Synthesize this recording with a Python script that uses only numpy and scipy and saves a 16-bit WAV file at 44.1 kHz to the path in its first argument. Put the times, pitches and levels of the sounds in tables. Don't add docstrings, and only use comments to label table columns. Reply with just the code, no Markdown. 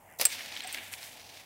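import sys
import numpy as np
from scipy import signal
from scipy.fft import rfft, irfft
from scipy.io import wavfile
from scipy.ndimage import uniform_filter1d

SR = 44100
rng = np.random.default_rng(int(sys.argv[2]) if len(sys.argv) > 2 else 0)


def to_wav(s):
    ch = np.atleast_2d(s).T
    pcm = np.round(np.clip(ch, -1, 1) * 32767)
    wavfile.write(sys.argv[1], SR, pcm.astype(np.int16))


N = 63945

# f/Hz, level/dB (per Hz)
GRIT_COLOUR = [(200, -27), (700, -16.5), (1350, -11), (1750, -3.5), (2300, -0.5), (2700, -5), (3600, -5.5),
               (4600, -14.5), (7000, -34), (16000, -34)]


def undb(db):
    return 10 ** (np.asarray(db) / 20)


def unit(x):
    return x / np.sqrt(np.mean(x ** 2))


def colour(x, points):
    hz, db = np.array(points).T
    grid = np.maximum(np.fft.rfftfreq(2 * N, 1 / SR), 1)
    log_gain = np.log(undb(np.interp(np.log(grid), np.log(hz), db)))
    cepstrum = irfft(log_gain)
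    response = np.exp(rfft(2 * cepstrum[:N], 2 * N))
    return unit(irfft(rfft(x, 2 * N) * response)[:N])


def noise(points):
    return colour(rng.standard_normal(N), points)


def grains(points, per_s, spread_db):
    size = undb(spread_db * np.minimum(rng.exponential(size=N), 2 * np.pi))
    sign = np.sign(rng.standard_normal(N))
    present = rng.random(N) < per_s / SR
    return colour(size * sign * present, points)


def walk(rate):
    hold = max(int(SR / rate), 1)
    steps = rng.standard_normal(N)[np.arange(N) // hold]
    return unit(uniform_filter1d(steps, hold))


def fade(t, t60, attack):
    age = np.maximum(t, 0)
    return np.minimum(age / attack, 1) * np.exp(-np.log(1000) * age / t60)


def curve(t, rows, axis=1):
    rows = np.array(rows)
    return undb(np.interp(t, rows[:, 0], rows[:, axis]))


def distant_air():
    # f/Hz, level/dB (per Hz)
    air_colour = [(25, -19), (55, -1), (70, -19), (88, 3.5), (120, -4.5), (200, -7.5), (400, -10),
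                  (600, -3), (800, 0.5), (1250, -13), (2200, -14.5), (3000, -19.5), (3800, -31),
                  (5600, -26), (7500, -20.5), (15500, -21)]
    level_db = -57.5 + 0.28 * walk(6.1)
    return undb(level_db) * noise(air_colour)


def freewheel(t):
    # f/Hz, level/dB (per Hz)
    pawl_colour = [(3000, -25), (5000, -4), (7000, 8), (11000, 10), (16000, 1)]
    # f/Hz, level/dB (per Hz)
    whirr_colour = [(900, -11), (1600, -5.5), (2080, 4.5), (2400, -7), (2900, -6.5), (3700, -32),
                    (6000, -58)]
    pawl_hz, start_s, end_s, pawl_t60_s = 81.6, 0.1, 0.23, 0.012
    whirr_peak_s, whirr_width_s, whirr_db = 0.12, 0.047, -57.5

    since_tick = (t - start_s) % (1 / pawl_hz)
    ticking = (t > start_s) * (t < end_s)
    ticks = fade(since_tick, pawl_t60_s, attack=0.0004) * ticking
    pawls = undb(-52 + 1.4 * walk(58)) * ticks * noise(pawl_colour)

    swell = np.exp(-((t - whirr_peak_s) / whirr_width_s) ** 2)
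    return pawls + undb(whirr_db) * swell * noise(whirr_colour)


def rolling(t):
    # t/s, coarse grit level/dB, fine grit level/dB, sand spray level/dB
    roll_levels = [(0.185, -90, -93, -92), (0.21, -46.5, -54, -52), (0.29, -47.5, -49, -47),
                   (0.328, -42.5, -41.5, -47.5), (0.37, -45, -44.5, -51.5), (0.48, -48, -48, -56.5),
                   (0.56, -47, -46, -69), (0.595, -52, -47, -56), (0.615, -46.5, -50.5, -72),
                   (0.745, -46, -46, -48), (0.79, -42.5, -58, -53), (0.85, -50, -55.5, -52.5),
                   (0.905, -51, -59, -54), (0.93, -49.5, -58, -45), (0.99, -51.5, -53.5, -53.5),
                   (1.04, -50, -51, -49), (1.12, -54.5, -55, -54.5), (1.27, -62, -54, -67),
                   (1.355, -56, -52.5, -59), (1.45, -59.5, -59.5, -64.5)]
    # t/s, level/dB
    drone_levels = [(0.19, -95), (0.22, -62.5), (0.48, -55.5), (0.6, -60), (0.8, -56), (0.9, -64),
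                    (1.1, -64.5), (1.45, -64.5)]
    # f/Hz, level/dB (per Hz)
    fine_colour = [(1500, -22.5), (2500, 1), (3300, 0.5), (4500, 1.5), (5900, -1), (7200, -8), (12000, -14)]
    # f/Hz, level/dB (per Hz)
    spray_colour = [(3000, -31), (6000, -1), (8500, 2), (11000, 0.5), (15500, -3)]
    # f/Hz, level/dB (per Hz)
    tyre_colour = [(40, -15), (90, -1), (160, -14), (250, 1.5), (430, -6), (650, -0.5), (850, 2),
                   (1200, -12), (2500, -21), (6000, -43)]
    grains_per_s, spread_db = 8000, 2.5

    coarse = grains(GRIT_COLOUR, grains_per_s, spread_db) * curve(t, roll_levels, axis=1)
    fine = grains(fine_colour, grains_per_s, spread_db) * curve(t, roll_levels, axis=2)
    spray = grains(spray_colour, per_s=14000, spread_db=3.0) * curve(t, roll_levels, axis=3)
    patches = undb(1.49 * walk(110))
    drone = noise(tyre_colour) * curve(t, drone_levels) * undb(2.0 * walk(29.9))
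    return patches * (coarse + fine + spray) + drone


def bumps(t):
    # t/s, level/dB, pitch f/Hz
    knocks = [(0.469, -48.5, 235), (0.585, -55, 249), (0.643, -41, 744), (0.711, -52.5, 770),
              (0.816, -51.5, 656)]
    t60_s, attack_s = 0.11, 0.0032
    skirt_db = -63
    out = 0
    for start_s, db, hz in knocks:
        hollow = noise([(hz / 2, skirt_db), (hz, 0), (hz * 2, skirt_db)])
        out = out + undb(db) * fade(t - start_s, t60_s, attack_s) * hollow
    return out


def pebbles(t):
    # t/s, ring level/dB, pitch f/Hz, crack level/dB; the row at 0.7855 s is a small tick within the
    stones = [(0.408, -23, 2200, -44), (0.4602, -32, 4330, -35), (0.5238, -28, 3800, -40.5),
              (0.5652, -23, 3000, -43), (0.573, -28.5, 3650, -40), (0.6056, -22.5, 3250, -36.5),
              (0.6208, -34, 3900, -39), (0.746, -19, 2250, -29.5), (0.7855, -31, 2300, -48),
              (0.9377, -21.5, 2460, -32), (1.0298, -29.5, 4220, -42)]
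    # frequency ratio to its pitch, level/dB
    stone_modes = [(.8, -8), (1, 0.5), (1.27, -3.5), (2.1, -15)]
    # f/Hz, level/dB (per Hz)
    crack_colour = [(1500, -22), (3500, 5), (6000, 2.5), (9000, 2), (16000, -6.5)]
    ring_t60_s, ring_attack_s = 0.0072, 0.001
    tail_db, tail_t60_s = -15, 0.043

    out, crack, scatter = 0, noise(crack_colour), noise(GRIT_COLOUR)
    for start_s, db, hz, crack_db in stones:
        age = t - start_s
        ring = 0
        for ratio, mode_db in stone_modes:
            phase = 2 * np.pi * (ratio * hz * age + rng.random())
            ring = ring + undb(mode_db) * np.sin(phase)
        ring = ring * fade(age, ring_t60_s, ring_attack_s)
        tail = undb(tail_db) * scatter * fade(age + 0.0023, tail_t60_s, attack=0.00096)
        snap = undb(crack_db) * crack * fade(age, t60=0.0097, attack=0.000074)
        out = out + undb(db) * (ring + tail) + snap
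    return out


def chain(t):
    # t/s, level/dB, t60/s
    slaps = [(0.1868, -38.5, 0.035), (0.1897, -38.5, .02), (0.204, -26, .018), (0.2124, -19.5, 0.027),
             (0.2246, -32, 0.022), (0.2315, -28.5, .018), (0.2519, -18, 0.017)]
    # f/Hz, level/dB (per Hz)
    chain_colour = [(1000, -22), (3500, -12), (5200, -4.5), (7000, -5.5), (9500, -7.5), (11000, -1.5),
                    (12300, -9), (14500, 0), (16000, -11)]
    strikes = sum(undb(db) * fade(t - start_s, t60, attack=0.0003) for start_s, db, t60 in slaps)
    return noise(chain_colour) * strikes


def steel(t):
    # t/s, level/dB, softness of the contact (attack)/s, tilt/(dB per octave)
    clinks = [(0.2532, -12, 0.00013, -1), (0.552, -45, .001, -15), (0.636, -40, .001, -14),
              (0.673, -39, 0.00046, 1), (0.7265, -37, 0.00024, 4), (0.828, -58, .001, -15)]
    # f/Hz, level/dB, t60/s
    steel_modes = [(7607, -7, .068), (7810, -3, .017), (8420, -2.5, .053), (8525, -6, .035),
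                   (8700, 0, .014), (9270, -8, .016), (10160, -12, .05), (11190, -20, .04),
                   (13330, -13, .033), (13780, -4, .014), (15565, -8, .027)]
    seat_s, seat_fade_s = 0.017, 0.0018
    after_db, after_t60_s = -22.5, 0.31
    first_hz, _, first_t60 = steel_modes[0]

    out = 0
    for start_s, db, soft_s, tilt_db in clinks:
        age = t - start_s
        free = np.exp(-np.maximum(age - seat_s, 0) / seat_fade_s)
        for hz, mode_db, t60 in steel_modes:
            gain = undb(db + mode_db + tilt_db * np.log2(hz / first_hz))
            tone = np.sin(2 * np.pi * (hz * age + rng.random()))
            after = undb(after_db) * fade(age, after_t60_s * t60 / first_t60, soft_s)
            out = out + gain * tone * (free * fade(age, t60, soft_s) + after)
    return out


def landing(t):
    # t/s, thud level/dB, crunch level/dB, crunch t60/s
    blows = [(0.197, -35.5, -32, 0.13), (0.2115, -35.5, -28, 0.074), (0.2224, -64, -31.5, 0.02),
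             (0.241, -60, -36, 0.066), (0.253, -44, -23.5, 0.04), (0.267, -49.5, -34.5, 0.035)]
    # f/Hz, level/dB (per Hz)
    thud_colour = [(30, -11), (70, -19), (130, -11), (220, -6), (380, -11), (540, 4.5), (800, -3.5),
                   (1200, -5.5), (2000, -21), (5000, -55)]
    # f/Hz, level/dB (per Hz)
    crunch_colour = [(300, -37), (900, -11.5), (1700, -7), (2300, 0.5), (3300, -5.5), (5000, 0.5),
                     (7000, -11), (10000, -9), (16000, -21)]
    attack_s, thud_t60_s = 0.00041, 0.097

    thud = noise(thud_colour)
    crunch = grains(crunch_colour, per_s=4000, spread_db=1.1)
    out = 0
    for start_s, thud_db, crunch_db, crunch_t60 in blows:
        age = t - start_s
        out = out + undb(thud_db) * thud * fade(age, thud_t60_s, attack_s)
        out = out + undb(crunch_db) * crunch * fade(age, crunch_t60, attack_s)
    return out


def scene():
    t = np.arange(N) / SR
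    background = distant_air()
    ride = freewheel(t) + rolling(t) + bumps(t) + pebbles(t)
    impact = chain(t) + steel(t) + landing(t)
    return (background + ride + impact)[None]


def record(dry):
    low_hz, top_hz = 41.7, 15750
    bass_cut = signal.butter(2, low_hz, "high", fs=SR, output="sos")
    top_cut = signal.ellip(10, 0.2, 70, top_hz, fs=SR, output="sos")
    return signal.sosfilt(top_cut, signal.sosfilt(bass_cut, dry))


dry = scene()
out = record(dry)
to_wav(out)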